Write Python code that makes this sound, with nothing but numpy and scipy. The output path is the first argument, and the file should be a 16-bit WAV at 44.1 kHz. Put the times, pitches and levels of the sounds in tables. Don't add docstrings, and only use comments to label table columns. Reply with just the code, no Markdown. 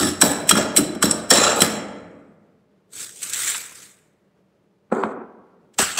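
import sys
import numpy as np
from scipy import signal
from scipy.fft import rfft, irfft, next_fast_len
from scipy.io import wavfile
from scipy.ndimage import uniform_filter1d

SR = 44100
rng = np.random.default_rng(int(sys.argv[2]) if len(sys.argv) > 2 else 0)


def transcribe(signal):
    frames = np.atleast_2d(signal).T
    limited = np.clip(frames, -1, 1)
    pcm = np.round(limited * 32767).astype(np.int16)
    wavfile.write(sys.argv[1], SR, pcm)


N = 264159

# f/Hz, level/dB
IDLE_COLOUR = [(15, -61), (25, -26), (170, -5), (200, 1), (229, -13), (439, -6.5), (503, -14.5), (591, -10),
               (754, -22.5), (818, -18.5), (962, -22.5), (1100, -22.5), (16000, -50.5)]
# f/Hz, t60/s
ROOM_DECAY = [(80, 2), (400, 1.5), (1100, 1.21), (2100, 1.165), (3200, 0.75), (7700, 0.42), (15000, .25)]

# t/s, first level/dB, push/s, rise/(dB/s), fade/(dB/s), crusts over fine frost/dB
DIGS = [(2.934, -43.5, 0.08, 162, 157, -7.5), (3.14, -48, 0.11, 90, 298, -37),
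        (3.227, -37.5, 0.058, 7, 132, -2), (3.29, -52, 0.016, 5, 150, -27.5),
        (3.334, -29.5, 0.16, 31.5, 97, -3.5), (3.757, -47.5, 0.082, 11, 137.5, -7.5)]
# t/s, first level/dB, fade/(dB/s)
THROWS = [(5.738, -62, 305), (5.787, -20.5, 98), (5.976, -23, 250)]
# t/s, first level/dB, duration/s
SPRAYS = [(4.919, -50.5, 0.13), (5.042, -58.5, 0.078)]
# t/s, peak level/dB, tilt/(dB/octave)
CRUNCHES = [(2.9522, -31, 2), (3.0031, -17, 3), (3.2288, -6.5, 2), (3.2962, -9.5, 4), (3.334, -4, 1),
            (3.545, -7, -14.5), (3.714, -28.5, -25), (5.7389, -37, -2.5), (5.7866, 0.5, -1.5),
            (5.8027, -4, -0.5), (5.8176, -2.5, 5), (5.9758, -14.5, 2)]
# f/Hz, level/dB
FROST_COLOUR = [(500, -65.5), (1000, -30.5), (2300, -13), (3500, -7.5), (5000, -10.5), (7000, -5),
                (8000, 1), (8700, -6), (9300, -8), (10500, -14), (16000, -25)]
SPRAY_COLOUR = [(1760, -35), (3000, -3.5), (4410, -6.5), (5250, -17), (8050, 2.5), (10200, -21.5),
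                (11400, -20), (16000, -28.5)]
THROWN_COLOUR = [(400, -21.5), (900, -15.5), (1300, -3.5), (1700, -6), (5000, -12), (7000, -10.5),
                 (8000, -2.5), (8800, -13), (10500, -21.5), (16000, -25)]
CRUST_COLOUR = [(250, -33), (700, -19.5), (1000, -13.5), (1400, -4), (2400, -2.5), (3500, -6),
                (6000, -18.5)]
BAG_COLOUR = [(40, -31), (90, 0.5), (200, -4), (450, -1.5), (800, -14), (1200, -27)]

# t/s, peak level/dB, contact/s, knock over thump/dB, place (0 tub, 1 cabinet)
LUMPS = [(4.901, -37.5, 0.0019, -9, 0), (4.924, -7.5, 0.00068, -12, 0), (5.036, -19, 0.000824, 9, 0),
         (5.053, -24.5, 0.0015, 2.5, 1), (5.79, -23, 0.00088, 9, 1), (5.804, -33, 0.0026, 9, 1),
         (5.821, -13.5, 0.0018, -3, 1)]
# t/s, first level/dB, rolling time/s, fade/(dB/s)
ROLLS = [(4.92, -21, 0.13, 70), (5.03, -27, 0.205, 58), (5.793, -20.5, 0.156, 505), (5.977, -39, .1, 12)]
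# f/Hz, level/dB
ROLL_COLOUR = [(40, -74), (90, -15), (150, -16), (227, 5), (348, 0.5), (382, 8), (563, -1.5), (1370, -4),
               (1750, -16), (2500, -26.5), (3000, -54.5), (4400, -61), (6500, -75.5)]
# f/Hz, width/Hz, level/dB
TUB_MODES = [(206, 54, 7.5), (233, 49, 6.5), (404, 8.9, 11), (527, 160, 10.5)]
LUMP_MODES = [(780, 230, 4), (1156, 490, 4.5), (2373, 800, -4), (4000, 1000, -13.5)]

# root/dB, handle/dB, ice/dB, cabinet/dB; contact/s
BLOWS = [(0.2139, 1.5, -27.5, -16.5, -3.5, -23, 0.0051), (0.2199, -2, -16.5, 6.5, -2.5, -19.5, 0.0064),
         (0.472, -30.5, -13, -12, 4.5, -21.5, 0.016), (0.4918, -1, -13.5, -26, 1.5, -29.5, 0.0095),
         (0.5104, -1.5, -5.5, 2, 1, -25.5, 0.0061), (0.5531, -19, -7, 8.5, 2.5, -2, 0.0071),
         (0.5731, -15.5, -9.5, 7, 2.5, -4, 0.011), (0.7637, -6.5, -16, -15.5, 3.5, -18, 0.0077),
         (0.7701, -4, -30.5, -23.5, 0, -21, 0.016), (0.9113, -43, -15.5, -4.5, 2, 2.5, 0.006),
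         (0.9494, -35.5, -3, 6, 4, 5, 0.0076), (1.0256, -1, -16.5, -0.5, -4.5, -14.5, 0.0092),
         (1.0534, -14.5, -20.5, -12, 2, -14.5, 0.009), (1.1099, -3, -33.5, -30.5, -16, -35, 0.0077),
         (1.3039, 1.5, -14.5, -21, -5.5, -20, 0.0084), (1.3354, -5.5, -17, -17.5, -6.5, -22.5, 0.011),
         (1.3693, -12.5, -16, -6, -3, -12.5, 0.014), (1.6043, -9.5, -15, -15, -3.5, -7, 0.011),
         (1.6182, -0.5, -11.5, -3.5, 2.5, -21.5, 0.0061)]
# tip/dB, finest crystals/dB, walls/dB, shelf/dB
STROKES = [(0.0, -21, 0.076, 201, 2, -16.5, 6, -5.5), (0.225, -22, 0.033, 102.5, 2, -3.5, 5.5, 4),
           (0.518, -27, 0.011, 208, -12, -10.5, 11, 0), (0.569, -25.5, .03, 128.5, -2.5, -18, 4, 6),
           (0.782, -27, 0.004, 237, -9.5, 3.5, 15, -2), (1.035, -25, .012, 140, 1.5, -8.5, 8.5, 0.5),
           (1.114, -40.5, 0.0073, 150.5, 7.5, -12.5, 3.5, 11.5), (1.31, -13, 0.19, 91, -4, -21, -6, 0.5),
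           (1.561, -36.5, .04, 199.5, -7.5, 1, 4, 1), (1.624, -25.5, 0.015, 181, -0.5, -4, 7.5, -6.5),
           (1.699, -39.5, 0.071, 304.5, -15, -9, 8, -8)]
FADE_PACE = [1.1, 1.15, 2.1, 1.405, 0.71]
TRICKLE_DB = [-43, -25.5, -55.5, -26.5, -23.5]
# level over tip/dB, share of the root's swing in dB
WITH_ROOT = [(-21, 0.3), (-16, 0.1)]
# f/Hz, width/Hz, level/dB
TIP_MODES = [(7370, 120, -10), (7940, 400, 6), (8600, 580, -10.5), (8780, 410, -13), (10400, 400, -10)]
ROOT_MODES = [(2830, 39, -8.5), (3250, 137, -0.5)]
MIDDLE_MODES = [(4005, 47, 0)]
SHOULDER_MODES = [(5447, 140, -3.5), (5840, 52, -8.5)]
HANDLE_MODES = [(1267, 260, -2.5), (1700, 150, -6), (2000, 270, -13)]
# f/Hz, level/dB
DAMPED_COLOUR = [(9500, -1), (12000, -8.5), (16000, -32.5)]
# f/Hz, level/dB
ICE_COLOUR = [(500, -47), (1300, -5.5), (2100, 2), (3000, 1.5), (4800, -6.5), (6500, -3), (8000, 9.5),
              (10000, -8), (12000, -29.5), (16000, -54.5)]
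FINE_COLOUR = [(6000, -25), (9500, -3), (11600, -2.5), (13000, -5), (16000, -9.5)]
# f/Hz, width/Hz, level/dB
CABINET_MODES = [(88, 24, -7.5), (169.1, 57, -3), (220, 42, 3), (293, 24, 4.5), (364, 41, -3)]
SHELF_MODES = [(441.8, 105, 0.5), (503, 120, 1.5), (600, 77, 2), (861, 190, -7.5)]

IDLE_DB = -62
HAND_ONSET_DB_PER_S, HIT_ONSET_DB_PER_S = 900, 3998.5
STOP_DB_PER_S = 900
SPRAY_SAG_DB_PER_S = 52
CRUNCH_S = 0.011
BLOW_SCATTER_DB = 3
PRESS_SAG_DB_PER_S, TRICKLE_DB_PER_S = 34.5, 51
MIC_HZ, TOP_HZ = 15680, 16947


def amp(db):
    return 10 ** (np.asarray(db) / 20)


def unit(x):
    return x / np.sqrt(np.mean(x ** 2) + 1e-20)


def along(points, hz):
    f, v = np.transpose(points)
    return np.interp(np.log(hz + 1), np.log(f + 1), v)


def filtered(x, response):
    m = next_fast_len(N + SR // 2)
    spectrum = rfft(x, m) * response(np.fft.rfftfreq(m, 1 / SR))
    return irfft(spectrum, m)[..., :N]


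def through(x, modes):
    def response(f):
        h = 0
        for k, (centre, width, db) in enumerate(modes):
            damping = 1j * f * width
            h = h + (-1) ** k * amp(db) * damping / (centre * centre - f * f + damping)
        return h / np.sqrt(np.mean(abs(h) ** 2))
    return filtered(x, response)


def coloured(x, spectrum):
    m = 4096
    cepstrum = irfft(np.log(amp(along(spectrum, np.fft.rfftfreq(m, 1 / SR))) + 1e-6))
    cepstrum[1:m // 2] *= 2
    cepstrum[m // 2 + 1:] = 0
    pulse = irfft(np.exp(rfft(cepstrum)))
    return signal.fftconvolve(x, pulse / np.linalg.norm(pulse))[:N]


def grit(spread_db, clump_db, clump_s):
    clumps = unit(uniform_filter1d(rng.standard_normal(N), max(2, int(clump_s * SR))))
    size_db = spread_db * rng.exponential(size=N) + clump_db * clumps
    return unit(rng.standard_normal(N) * amp(size_db))


def patchy(x, depth_db, patch_s):
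    z = signal.stft(x, nperseg=256)[2]
    field = uniform_filter1d(rng.standard_normal(z.shape), size=3, axis=0)
    field = uniform_filter1d(field, size=int(patch_s * SR / 128), axis=1)
    return unit(signal.istft(z * amp(depth_db * unit(field)), nperseg=256)[1][:N])


def bursts(times, db, lengths, lead_s):
    t, env = np.arange(N) / SR, np.zeros(N)
    for s, level, length in zip(times, db, np.maximum(lengths, 1e-3)):
        near = slice(max(0, int((s - .05) * SR)), int((s + .1) * SR))
        u = t[near] - s
        env[near] += amp(level) * np.where(u < 0, .18 * np.exp(u / lead_s), np.exp(-(u / length) ** 2))
    return env


def pushes(times, db, lengths):
    out = np.zeros(N)
    for s, level, length in zip(times, db, np.maximum(lengths, 1e-4)):
        u = np.arange(int(8 * length * SR)) / (length * SR)
        part = out[round(s * SR):][:len(u)]
        part += amp(level) * (u * np.exp(1 - u))[:len(part)] / np.sqrt(length * SR)
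    return out


def gestures(times, db, lengths, rise, fade, onset=HIT_ONSET_DB_PER_S):
    t = np.arange(0, N + 32, 32) / SR
    u = t[:, None] - times
    held_db = db + onset * np.minimum(u, 0) + rise * np.clip(u, 0, lengths)
    gain = amp(held_db - abs(fade) * np.maximum(u - lengths, 0))
    return np.interp(np.arange(N) / SR, t, gain.sum(axis=1))


def idle_room():
    return amp(IDLE_DB) * coloured(grit(spread_db=.3, clump_db=.8, clump_s=.05), IDLE_COLOUR)


def room(x, piece_s):
    out, step = np.zeros(N + 3 * SR), int(piece_s * SR)
    for start in range(0, N, step):
        hz, t, z = signal.stft(rng.standard_normal(SR * 3 // 2), SR, nperseg=256)
        decay = amp(-60 * t / along(ROOM_DECAY, hz)[:, None])
        tail = signal.istft(z * decay, SR, nperseg=256)[1]
        wet = signal.fftconvolve(x[start:start + step], tail / np.linalg.norm(tail))
        out[start:start + len(wet)] += wet
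    return out[:N]


def bag(movement):
    weight = amp(-37.0) * np.sqrt(abs(uniform_filter1d(movement, size=2000)))
    return coloured(weight * rng.standard_normal(N), BAG_COLOUR)


def crunches():
    sound = np.zeros(N)
    for s, db, tilt_db in CRUNCHES:
        tilted = [(hz, level + tilt_db * np.log2(hz / 4000)) for hz, level in FROST_COLOUR]
        burst = bursts([s], [db - 17.5], [CRUNCH_S], lead_s=.003)
        sound += coloured(burst * rng.standard_normal(N), tilted)
    return sound


def loose_frost():
    s, db, push, rise, fade, crust_db = np.transpose(DIGS)
    digging = gestures(s, db, push, rise, fade, HAND_ONSET_DB_PER_S)
    crusts = gestures(s, db + crust_db, push, rise, fade, HAND_ONSET_DB_PER_S)
    s, db, lasts = np.transpose(SPRAYS)
    spraying = gestures(s, db, lasts, -SPRAY_SAG_DB_PER_S, STOP_DB_PER_S)
    s, db, fade = np.transpose(THROWS)
    throwing = gestures(s, db, 0, 0, fade)
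    grains = patchy(grit(spread_db=1.5, clump_db=2, clump_s=.005), depth_db=2.5, patch_s=.04)
    sound = coloured(digging * grains, FROST_COLOUR)
    sound += coloured(spraying * grains, SPRAY_COLOUR)
    sound += coloured(amp(3.0) * throwing * grains, THROWN_COLOUR)
    sound += coloured(crusts * grains, CRUST_COLOUR)
    return sound + bag(digging + throwing) + crunches()


def lumps():
    s, db, contact, knock_db, place = np.transpose(LUMPS)
    start, roll_db, lasts, fade = np.transpose(ROLLS)
    rolling = gestures(start, roll_db, lasts, -fade, STOP_DB_PER_S)
    rolling = rolling * grit(spread_db=1, clump_db=1.5, clump_s=.008)
    cracks = bursts(s, db + knock_db - 10.5, 5 * contact, lead_s=0.0028) * rng.standard_normal(N)
    cracks = uniform_filter1d(cracks, size=6)
    knock = through(pushes(s, db + knock_db + 10, contact / 3) + cracks, LUMP_MODES)
    inside = place > .5
    tub = through(pushes(s[~inside], db[~inside] + 9, contact[~inside]), TUB_MODES)
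    cabinet = through(pushes(s[inside], db[inside], contact[inside]), CABINET_MODES)
    return coloured(rolling, ROLL_COLOUR) + tub + cabinet + knock


def strokes():
    s, db, press, fade, tip_db, fine_db, walls_db, shelf_db = np.transpose(STROKES)
    gains = []
    for over_db, pace, after_db in zip([tip_db, 0, fine_db, walls_db, shelf_db], FADE_PACE, TRICKLE_DB):
        pressed = gestures(s, db + over_db, press, -pace * PRESS_SAG_DB_PER_S, pace * fade)
        trickle = gestures(s, db + over_db + after_db, 0, 0, pace * TRICKLE_DB_PER_S)
        gains.append(pressed + trickle)
    return gains


def blow_force(db):
    s, contact = np.transpose(BLOWS)[[0, -1]]
    return bursts(s, db, contact, lead_s=0.0052) * rng.standard_normal(N)


def freezer_cabinet(walls, shelf):
    s, tip_db, _, _, _, cabinet_db, _ = np.transpose(BLOWS)
    shoves = np.gradient(pushes(s + 0.011, tip_db + cabinet_db + 41.5, np.full(len(s), 0.0012)))
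    wall_rumble = walls * grit(spread_db=1, clump_db=1.5, clump_s=.01)
    shelf_rumble = shelf * grit(spread_db=1, clump_db=1.5, clump_s=.01)
    sound = through(shoves + amp(-3.5) * wall_rumble, CABINET_MODES)
    return sound + through(amp(3.0) * shoves + amp(-6.5) * shelf_rumble, SHELF_MODES)


def cracking_ice(edge, bulk, fine):
    _, tip_db, _, _, ice_db, _, _ = np.transpose(BLOWS)
    sound = coloured(blow_force(tip_db + ice_db - 12.5) + amp(-0.5) * bulk, ICE_COLOUR)
    sound += coloured(blow_force(tip_db + ice_db - 16.5) + fine, FINE_COLOUR)
    return sound + coloured(amp(-5.5) * edge, FROST_COLOUR)


def blade(edge, bulk):
    _, tip_db, root_db, handle_db, _, _, _ = np.transpose(BLOWS)
    chance_db = BLOW_SCATTER_DB * rng.standard_normal((2, len(tip_db)))
    root_swing_db = root_db - root_db.mean()
    middle_db, shoulder_db = [db + share * root_swing_db + luck
                              for (db, share), luck in zip(WITH_ROOT, chance_db)]
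    sound = through(blow_force(tip_db - 11.5) + amp(-2.5) * edge, TIP_MODES)
    sound += through(blow_force(tip_db + root_db - 7.5) + amp(-14.5) * bulk, ROOT_MODES)
    sound += through(blow_force(tip_db + middle_db - 2.5) + amp(-16.5) * bulk, MIDDLE_MODES)
    sound += through(blow_force(tip_db + shoulder_db - 1.5) + amp(-15.5) * bulk, SHOULDER_MODES)
    sound += through(blow_force(tip_db + handle_db - 14.5) + amp(-8) * bulk, HANDLE_MODES)
    return coloured(sound, DAMPED_COLOUR)


def spatula():
    edge, bulk, fine, walls, shelf = strokes()
    grains = patchy(grit(spread_db=1.5, clump_db=2, clump_s=.004), depth_db=2.5, patch_s=.03)
    grains = patchy(grains, depth_db=1.8, patch_s=.2)
    edge, bulk, fine = edge * grains, bulk * grains, fine * grains
    return blade(edge, bulk) + cracking_ice(edge, bulk, fine) + freezer_cabinet(walls, shelf)


def scene():
    chopping, loose = spatula(), loose_frost() + lumps()
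    answer = room(amp(-11) * chopping + amp(-18) * loose, piece_s=.4)
    mono = chopping + loose + answer + idle_room()
    return np.array([mono, mono])


def record(dry):
    def microphone(hz):
        treble = amp(-.17 * np.maximum(hz - MIC_HZ, 0))
        bass = (1j * hz / (1j * hz + 40)) ** 2
        return treble * bass
    x = filtered(dry, microphone)
    x = x / (1 + abs(x) ** 8) ** (1 / 8)
    return filtered(x, lambda hz: hz < TOP_HZ)


dry = scene()
out = record(dry)
transcribe(out)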